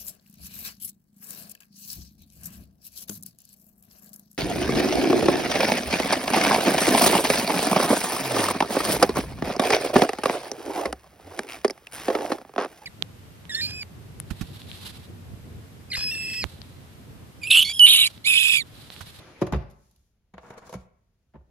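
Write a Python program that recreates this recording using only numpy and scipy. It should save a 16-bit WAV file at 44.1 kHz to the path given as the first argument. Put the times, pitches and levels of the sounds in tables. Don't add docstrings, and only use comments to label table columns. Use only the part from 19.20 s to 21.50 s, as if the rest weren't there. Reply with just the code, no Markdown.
import sys
import numpy as np
from scipy import signal
from scipy.fft import rfft, irfft, next_fast_len
from scipy.io import wavfile
from scipy.ndimage import map_coordinates

SR = 44100
rng = np.random.default_rng(int(sys.argv[2]) if len(sys.argv) > 2 else 0)


def unload_audio(sound):
    columns = np.transpose(np.atleast_2d(sound))
    steps = np.round(np.clip(columns, -1, 1) * 32767)
    wavfile.write(sys.argv[1], SR, steps.astype(np.int16))


N = 101430


def amp(db):
    return 10 ** (np.asarray(db) / 20)


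def unit(x):
    return x / np.sqrt(np.mean(x ** 2) + 1e-20)


def along(points, hz):
    point_hz, values = np.transpose(points)
    return np.interp(np.log(hz + 1), np.log(point_hz + 1), values)


def gains(rows):
    seconds, *columns = np.transpose(rows)
    t = np.arange(N) / SR
    started = np.interp(t, seconds, np.ones(len(seconds)), left=0)
    return [started * amp(np.interp(t, seconds, column_db)) for column_db in columns]


def since(start_s):
    return np.maximum(np.arange(N) / SR - start_s, 0)


def burst(t, rise, t60, hold=0):
    fall_time = np.maximum(t - max(rise, hold), 0)
    return np.minimum(t / rise, 1) * np.exp(-np.log(1000) * fall_time / t60)


def filtered(x, response):
    n = x.shape[-1]
    padded = next_fast_len(n + 8192)
    hz = np.fft.rfftfreq(padded, 1 / SR)
    return irfft(rfft(x, padded) * response(hz), padded)[..., :n]


def spread(pair, side_db):
    def middle_and_side_gain(hz):
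        angle = np.arctan(amp(along(side_db, hz)))
        return np.array([np.cos(angle), np.sin(angle)])

    mid, side = filtered(pair, middle_and_side_gain)
    return np.array([mid + side, mid - side])


# frequency in Hz, side level over middle level in dB.
NOISE_WIDTH = [(60, -23), (250, -7.5), (1000, -8.5), (2000, -3), (4000, 0), (6500, 1.5), (10000, 1),
               (15000, -0.5)]
GRAINS_PER_S = 1900


def noise(colour, grainy=0):
    share = np.clip(grainy, 0, 1)
    slips = (rng.random(N) < GRAINS_PER_S / SR) * rng.standard_normal((2, N))
    smooth = rng.standard_normal((2, N))
    raw = np.sqrt(1 - share) * smooth + np.sqrt(share) * unit(slips)
    coloured = filtered(raw, lambda hz: amp(along(colour, hz)))
    return unit(spread(coloured, NOISE_WIDTH))


def flutter(rate):
    return map_coordinates(rng.standard_normal(N // 32), [np.arange(N) * rate / SR], mode="wrap")


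# frequency in Hz, relative level in dB.
QUIET_COLOUR = [(15, -32.5), (25, -7), (50, 3), (100, -4), (190, -10.5), (260, -18.5), (480, -23.5),
                (1000, -31.5), (2500, -33.5), (6000, -39.5), (16000, -45.5)]
QUIET_DB = -70


def quiet_kitchen():
    return amp(QUIET_DB) * noise(QUIET_COLOUR)


# time in seconds, level in dB.
SLIDE = [(-.03, -45.5), (.07, -50.5), (.1, -51), (.16, -52.5), (.21, -51), (.3, -65.5), (.45, -105)]
# frequency in Hz, relative level in dB.
SLIDE_COLOUR = [(30, -17), (70, -4.5), (120, 6), (200, -4), (350, 0.5), (700, -7), (1300, -10.5),
                (2300, -12), (5000, -19.5), (7500, -24.5), (11000, -27), (15000, -44)]
SLIDE_WAVER_DB, SLIDE_WAVER_PER_S = 2, 24


def lever_slide():
    waver = amp(SLIDE_WAVER_DB * flutter(SLIDE_WAVER_PER_S))
    return gains(SLIDE)[0] * waver * noise(SLIDE_COLOUR, grainy=.15)


SQUEAK_HZ, SQUEAK_WIDTH_HZ = 2234, 390
SQUEAK_START_S, SQUEAK_DB = .145, -58


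def lever_squeak():
    white = rng.standard_normal((2, N))
    chafe = unit(filtered(white, lambda hz: 1 / (1 + ((hz - SQUEAK_HZ) / SQUEAK_WIDTH_HZ) ** 2)))
    return amp(SQUEAK_DB) * burst(since(SQUEAK_START_S), .015, .15, hold=.04) * chafe


# frequency in Hz, relative level in dB.
CLACK_COLOUR = [(100, -21), (300, -2), (550, 7), (1100, -1.5), (1600, -5.5), (2300, -11), (4000, -19),
                (7000, -36), (16000, -59)]
# frequency in Hz, relative level in dB.
CLICK_COLOUR = [(800, -24.5), (2200, -1.5), (4000, -2.5), (6700, 3.5), (8500, -2.5), (11000, -1.5),
                (14000, -12.5), (16000, -30)]
CLACK_T60, CLICK_T60 = 0.048, 0.049
CLICK_RISE_SHARE = 0.13
THUD_BELOW_HZ = 280
MODE_LAG_CYCLES = 0.17
MODE_SCATTER_DB, MODE_DB = 2.27, -4
MODE_PHASE_SPREAD = .2


def blows(rows, modes):
    clack, click, out = noise(CLACK_COLOUR), noise(CLICK_COLOUR), np.zeros((2, N))
    t = np.arange(SR // 4) / SR
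    waves = []
    for k, (hz, _, _) in enumerate(modes):
        skew = MODE_PHASE_SPREAD * rng.standard_normal()
        wave = np.sin(2 * np.pi * hz * t + [[skew], [-skew]])
        waves.append((-1) ** k * wave)
    for start_s, rise, thud_db, knock_db, clack_db, click_db in rows:
        start = round(start_s * SR)
        n = min(len(t), N - start)
        span, u = slice(start, start + n), t[:n]
        out[:, span] += amp(clack_db) * burst(u, rise, CLACK_T60) * clack[:, span]
        click_shape = burst(u, rise * CLICK_RISE_SHARE, CLICK_T60, hold=rise)
        out[:, span] += amp(click_db) * click_shape * click[:, span]
        for (hz, mode_db, t60), wave in zip(modes, waves):
            drive_db = thud_db if hz < THUD_BELOW_HZ else knock_db
            chance_db = MODE_SCATTER_DB * rng.standard_normal()
            level = amp(MODE_DB + drive_db + mode_db + chance_db)
            out[:, span] += level * burst(u, rise + MODE_LAG_CYCLES / hz, t60) * wave[:, :n]
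    return out


# start in seconds, build-up in seconds,
# then the drive levels of thud, knock, clack and click in dB.
HOUSING_BLOWS = [(.2133, .0085, -19.5, -14.5, -24.5, -45), (.2662, 0.0046, -65, -51.5, -33, -49.5),
                 (.3228, 0.0022, -17.5, -28.5, -28, -43), (.3340, 0.00081, -27, -55, -25.5, -64),
                 (.3442, 0.0012, -33.5, -30, -31.5, -60), (.3585, 0.0025, -25, -66, -40.5, -56.5),
                 (2.1402, 0.0039, -47.5, -66.5, -59, -97), (2.1535, 0.0033, -42, -63, -72, -93),
                 (2.2080, 0.0025, -76, -60, -74, -97)]
# frequency in Hz, relative level in dB, 60 dB fall time in seconds.
HOUSING_MODES = [(98.35, -12.5, 0.44), (117.5, -9, 0.41), (144.3, -2.5, .16), (185, -1.5, .16),
                 (229.5, -2.5, 0.078), (312.5, -4.5, .08), (360.7, -1, 0.14), (423.5, -7, 0.13),
                 (559.4, -4.5, 0.094), (635.8, -12.5, 0.11), (733, -11, 0.12), (1038, -22, .1),
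                 (1181, -14, 0.047), (1426, -18.5, .07)]


def housing_blows():
    return blows(HOUSING_BLOWS, HOUSING_MODES)


# start in seconds, level in dB.
ROCK_SHOVES = [(0.226, -44), (0.3186, -22), (0.751, -60), (1.139, -52.5), (1.543, -45), (2.15, -48.5)]
ROCK_HZ, ROCK_RISE_S, ROCK_HOLD_S, ROCK_T60 = 64.5, .035, .064, 0.043
COUNTER_HZ, COUNTER_DB, COUNTER_T60 = 52.8, -17.5, 0.78


def rocking():
    out = np.zeros(N)
    for start_s, level_db in ROCK_SHOVES:
        t = since(start_s)
        feet = burst(t, ROCK_RISE_S, ROCK_T60, hold=ROCK_HOLD_S) * np.sin(2 * np.pi * ROCK_HZ * t)
        counter = burst(t, ROCK_HOLD_S, COUNTER_T60) * np.sin(2 * np.pi * COUNTER_HZ * t)
        out += amp(level_db) * (feet + amp(COUNTER_DB) * counter)
    return out


# time in seconds, level in dB.
RATTLE_LEVEL = [(.33, -66), (.36, -49.5), (.39, -56), (.42, -54), (.46, -62.5), (.52, -65.5), (.6, -98.5)]
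# frequency in Hz, relative level in dB.
RATTLE_TONE = [(200, -12), (500, 4), (680, 14.5), (1000, -11), (2000, -2), (3200, -9.5), (5000, -9),
               (7000, -25.5), (12000, -27), (16000, -39.5)]


def rattle():
    return gains(RATTLE_LEVEL)[0] * noise(RATTLE_TONE, grainy=.4)


# time in seconds, level in dB.
BRUSH_LEVEL = [(.4, -96), (.5, -79.5), (.56, -75.5), (.64, -71), (.74, -75), (.87, -79.5), (1, -93)]
# frequency in Hz, relative level in dB.
BRUSH_TONE = [(200, -10.5), (2000, -4.5), (4500, 0), (6800, 3.5), (9500, 0), (12500, -2.5), (16000, -16.5)]


def hand_brush():
    return gains(BRUSH_LEVEL)[0] * noise(BRUSH_TONE, grainy=.05)


# start in seconds, level in dB, 60 dB fall time in seconds.
TICK_TIMES = [(0.499, -62, 0.092), (0.51, -62.5, 0.039), (.711, -62, 0.032), (.7612, -59.5, 0.019),
              (.793, -74.5, 0.021), (1.3228, -73.5, 0.026), (1.461, -71, 0.038)]
# frequency in Hz, relative level in dB.
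TICK_COLOUR = [(500, -25.5), (2000, -17.5), (3600, 3.5), (7000, 3), (12000, 5.5), (16000, -14.5)]


def ticks():
    shape = sum(amp(level_db) * burst(since(start_s), 0.0008, t60) for start_s, level_db, t60 in TICK_TIMES)
    return noise(TICK_COLOUR) * shape


# start in seconds, build-up in seconds,
# then the drive levels of thud, knock, clack and click in dB.
SLOT_BLOWS = [(1.1370, 0.0058, -41, -46, -45.5, -70.5), (1.1792, .002, -54, -43, -37.5, -66.5),
              (1.2318, 0.0011, -72, -47.5, -58.5, -72.5), (1.3015, 0.0054, -47, -39.5, -41.5, -57.5),
              (1.3385, 0.00096, -58, -49, -52, -63), (1.4935, .001, -64, -39, -59, -48),
              (1.5262, .002, -44, -40.5, -39, -46.5), (1.5380, 0.0035, -51, -33.5, -37.5, -48.5),
              (1.5495, 0.0067, -29.5, -50.5, -55.5, -61)]
# frequency in Hz, relative level in dB, 60 dB fall time in seconds.
SLOT_MODES = [(117, -2, 0.1), (185.4, 1.5, 0.15), (249, -14, 0.033), (396, 0, 0.044), (472.7, -4, 0.13),
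              (498.5, -1.5, .11), (638.3, -10.5, 0.3), (731, -5.5, 0.085), (926.5, -2, 0.048),
              (1106, -4.5, 0.037), (1434, -27, 0.054), (2221, -8, 0.023), (3800, -20, 0.028),
              (6900, -19.5, 0.034)]


def capsule_knocks():
    return blows(SLOT_BLOWS, SLOT_MODES)


# time in seconds, body level in dB, treble level in dB.
SCRAPE_LEVELS = [(1.17, -57, -89.5), (1.222, -67, -70), (1.24, -51.5, -70.5), (1.29, -52.5, -66),
                 (1.33, -49.5, -69), (1.36, -54.5, -82), (1.385, -44.5, -53), (1.405, -62.5, -72),
                 (1.44, -50.5, -71.5), (1.47, -54, -55.5), (1.485, -53, -64), (1.52, -57.5, -59),
                 (1.56, -55.5, -75), (1.61, -83, -66), (1.7, -96, -92.5)]
# frequency in Hz, relative level in dB.
SCRAPE_BODY = [(60, -5), (150, -2.5), (280, -6), (480, -6), (800, -3), (1200, -2), (1600, -5.5),
               (2500, -16), (4000, -26), (9000, -48)]
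# frequency in Hz, relative level in dB.
SCRAPE_BRIGHT = [(1200, -17.5), (3000, -4), (7000, 0.5), (8500, 2.5), (10000, -9), (13000, -13),
                 (16000, -19.5)]
SCRAPE_RING_DB, SCRAPE_RING_HZ = 5, 28.2
CONTACT_FLUTTER_DB, FLUTTER_PER_S = 1.5, 100


def scrape():
    def slot_boost(f):
        peaks = sum(1 / (1 + ((f - hz) / SCRAPE_RING_HZ) ** 2) for hz, _, _ in SLOT_MODES)
        return amp(SCRAPE_RING_DB * peaks)

    body_gain, treble_gain = gains(SCRAPE_LEVELS)
    body = body_gain * unit(filtered(noise(SCRAPE_BODY, grainy=0.32), slot_boost))
    treble = treble_gain * noise(SCRAPE_BRIGHT, grainy=0.22)
    return (body + treble) * amp(CONTACT_FLUTTER_DB * flutter(FLUTTER_PER_S))


# time in seconds, level in dB.
PAT_LEVEL = [(2.138, -59), (2.143, -52.5), (2.151, -53.5), (2.157, -46.5), (2.166, -52.5), (2.18, -69),
             (2.21, -82), (2.25, -100)]
# frequency in Hz, relative level in dB.
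PAT_TONE = [(100, -21), (300, 7.5), (550, 5), (780, 0.5), (1000, 1), (1300, -10), (2000, -15),
            (2900, -21.5), (4000, -35), (8000, -55)]


def pat():
    return gains(PAT_LEVEL)[0] * noise(PAT_TONE)


# time in seconds, level in dB.
GRIP_LEVEL = [(2.17, -93), (2.24, -75), (2.3, -62.5)]
# frequency in Hz, relative level in dB.
GRIP_TONE = [(25, -3), (50, 10.5), (120, -1.5), (250, -3), (700, -21), (2500, -32.5), (10000, -44.5)]


def finger_shift():
    return gains(GRIP_LEVEL)[0] * noise(GRIP_TONE)


# frequency in Hz, side level over middle level in dB.
ECHO_WIDTH = [(60, -13.5), (200, -7.5), (500, -5), (1200, 1.5), (10000, -2.5)]
# frequency in Hz, 60 dB fall time in seconds.
ECHO_T60 = [(60, 0.26), (200, 0.68), (600, .58), (2000, 0.63), (5000, 0.17), (12000, 0.31)]
# frequency in Hz, level in dB.
ECHO_DB = [(60, -9), (180, -13), (360, -14), (700, -8.5), (2000, -10), (5000, -9), (12000, -19)]
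ECHO_ONSET_S = 0.004


def kitchen_echo(x):
    hz, t, tiles = signal.stft(rng.standard_normal((2, SR)), SR, nperseg=256)
    fade = amp(-60 * t / along(ECHO_T60, hz)[:, None]) * np.minimum(t / ECHO_ONSET_S, 1)
    fade = fade / np.sqrt(np.mean(fade ** 2, axis=1, keepdims=True) * SR)
    level = amp(along(ECHO_DB, hz))[:, None]
    tail = signal.istft(tiles * fade * level, SR, nperseg=256)[1]
    echo = signal.fftconvolve(x, tail, axes=1)[:, :N]
    return spread(echo, ECHO_WIDTH)


def scene():
    machine = lever_slide() + lever_squeak() + housing_blows() + rocking() + rattle() + ticks()
    machine = machine + capsule_knocks() + scrape()
    hand = hand_brush() + pat() + finger_shift()
    direct = machine + hand
    return direct + kitchen_echo(direct) + quiet_kitchen()


# frequency in Hz, left gain in dB (the right gets the opposite).
LEAN = [(60, 0), (130, -1), (300, .5), (2000, 0.33), (4500, 1.47), (9000, 0)]
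MID_DIP_HZ, SIDE_DIP_HZ, DIP_WIDTH_HZ, DIP_DB = 8220, 11800, 750, -15
TOP_HZ = 16000


def record(dry):
    def dip(hz, centre):
        return amp(DIP_DB * np.exp(-((hz - centre) / DIP_WIDTH_HZ) ** 2))

    def lean_and_limit(hz):
        return amp(np.outer([1, -1], along(LEAN, hz))) * (hz < TOP_HZ)

    mid = filtered((dry[0] + dry[1]) / 2, lambda hz: dip(hz, MID_DIP_HZ))
    side = filtered((dry[0] - dry[1]) / 2, lambda hz: dip(hz, SIDE_DIP_HZ))
    return filtered(np.array([mid + side, mid - side]), lean_and_limit)


dry = scene()
out = record(dry)
unload_audio(out)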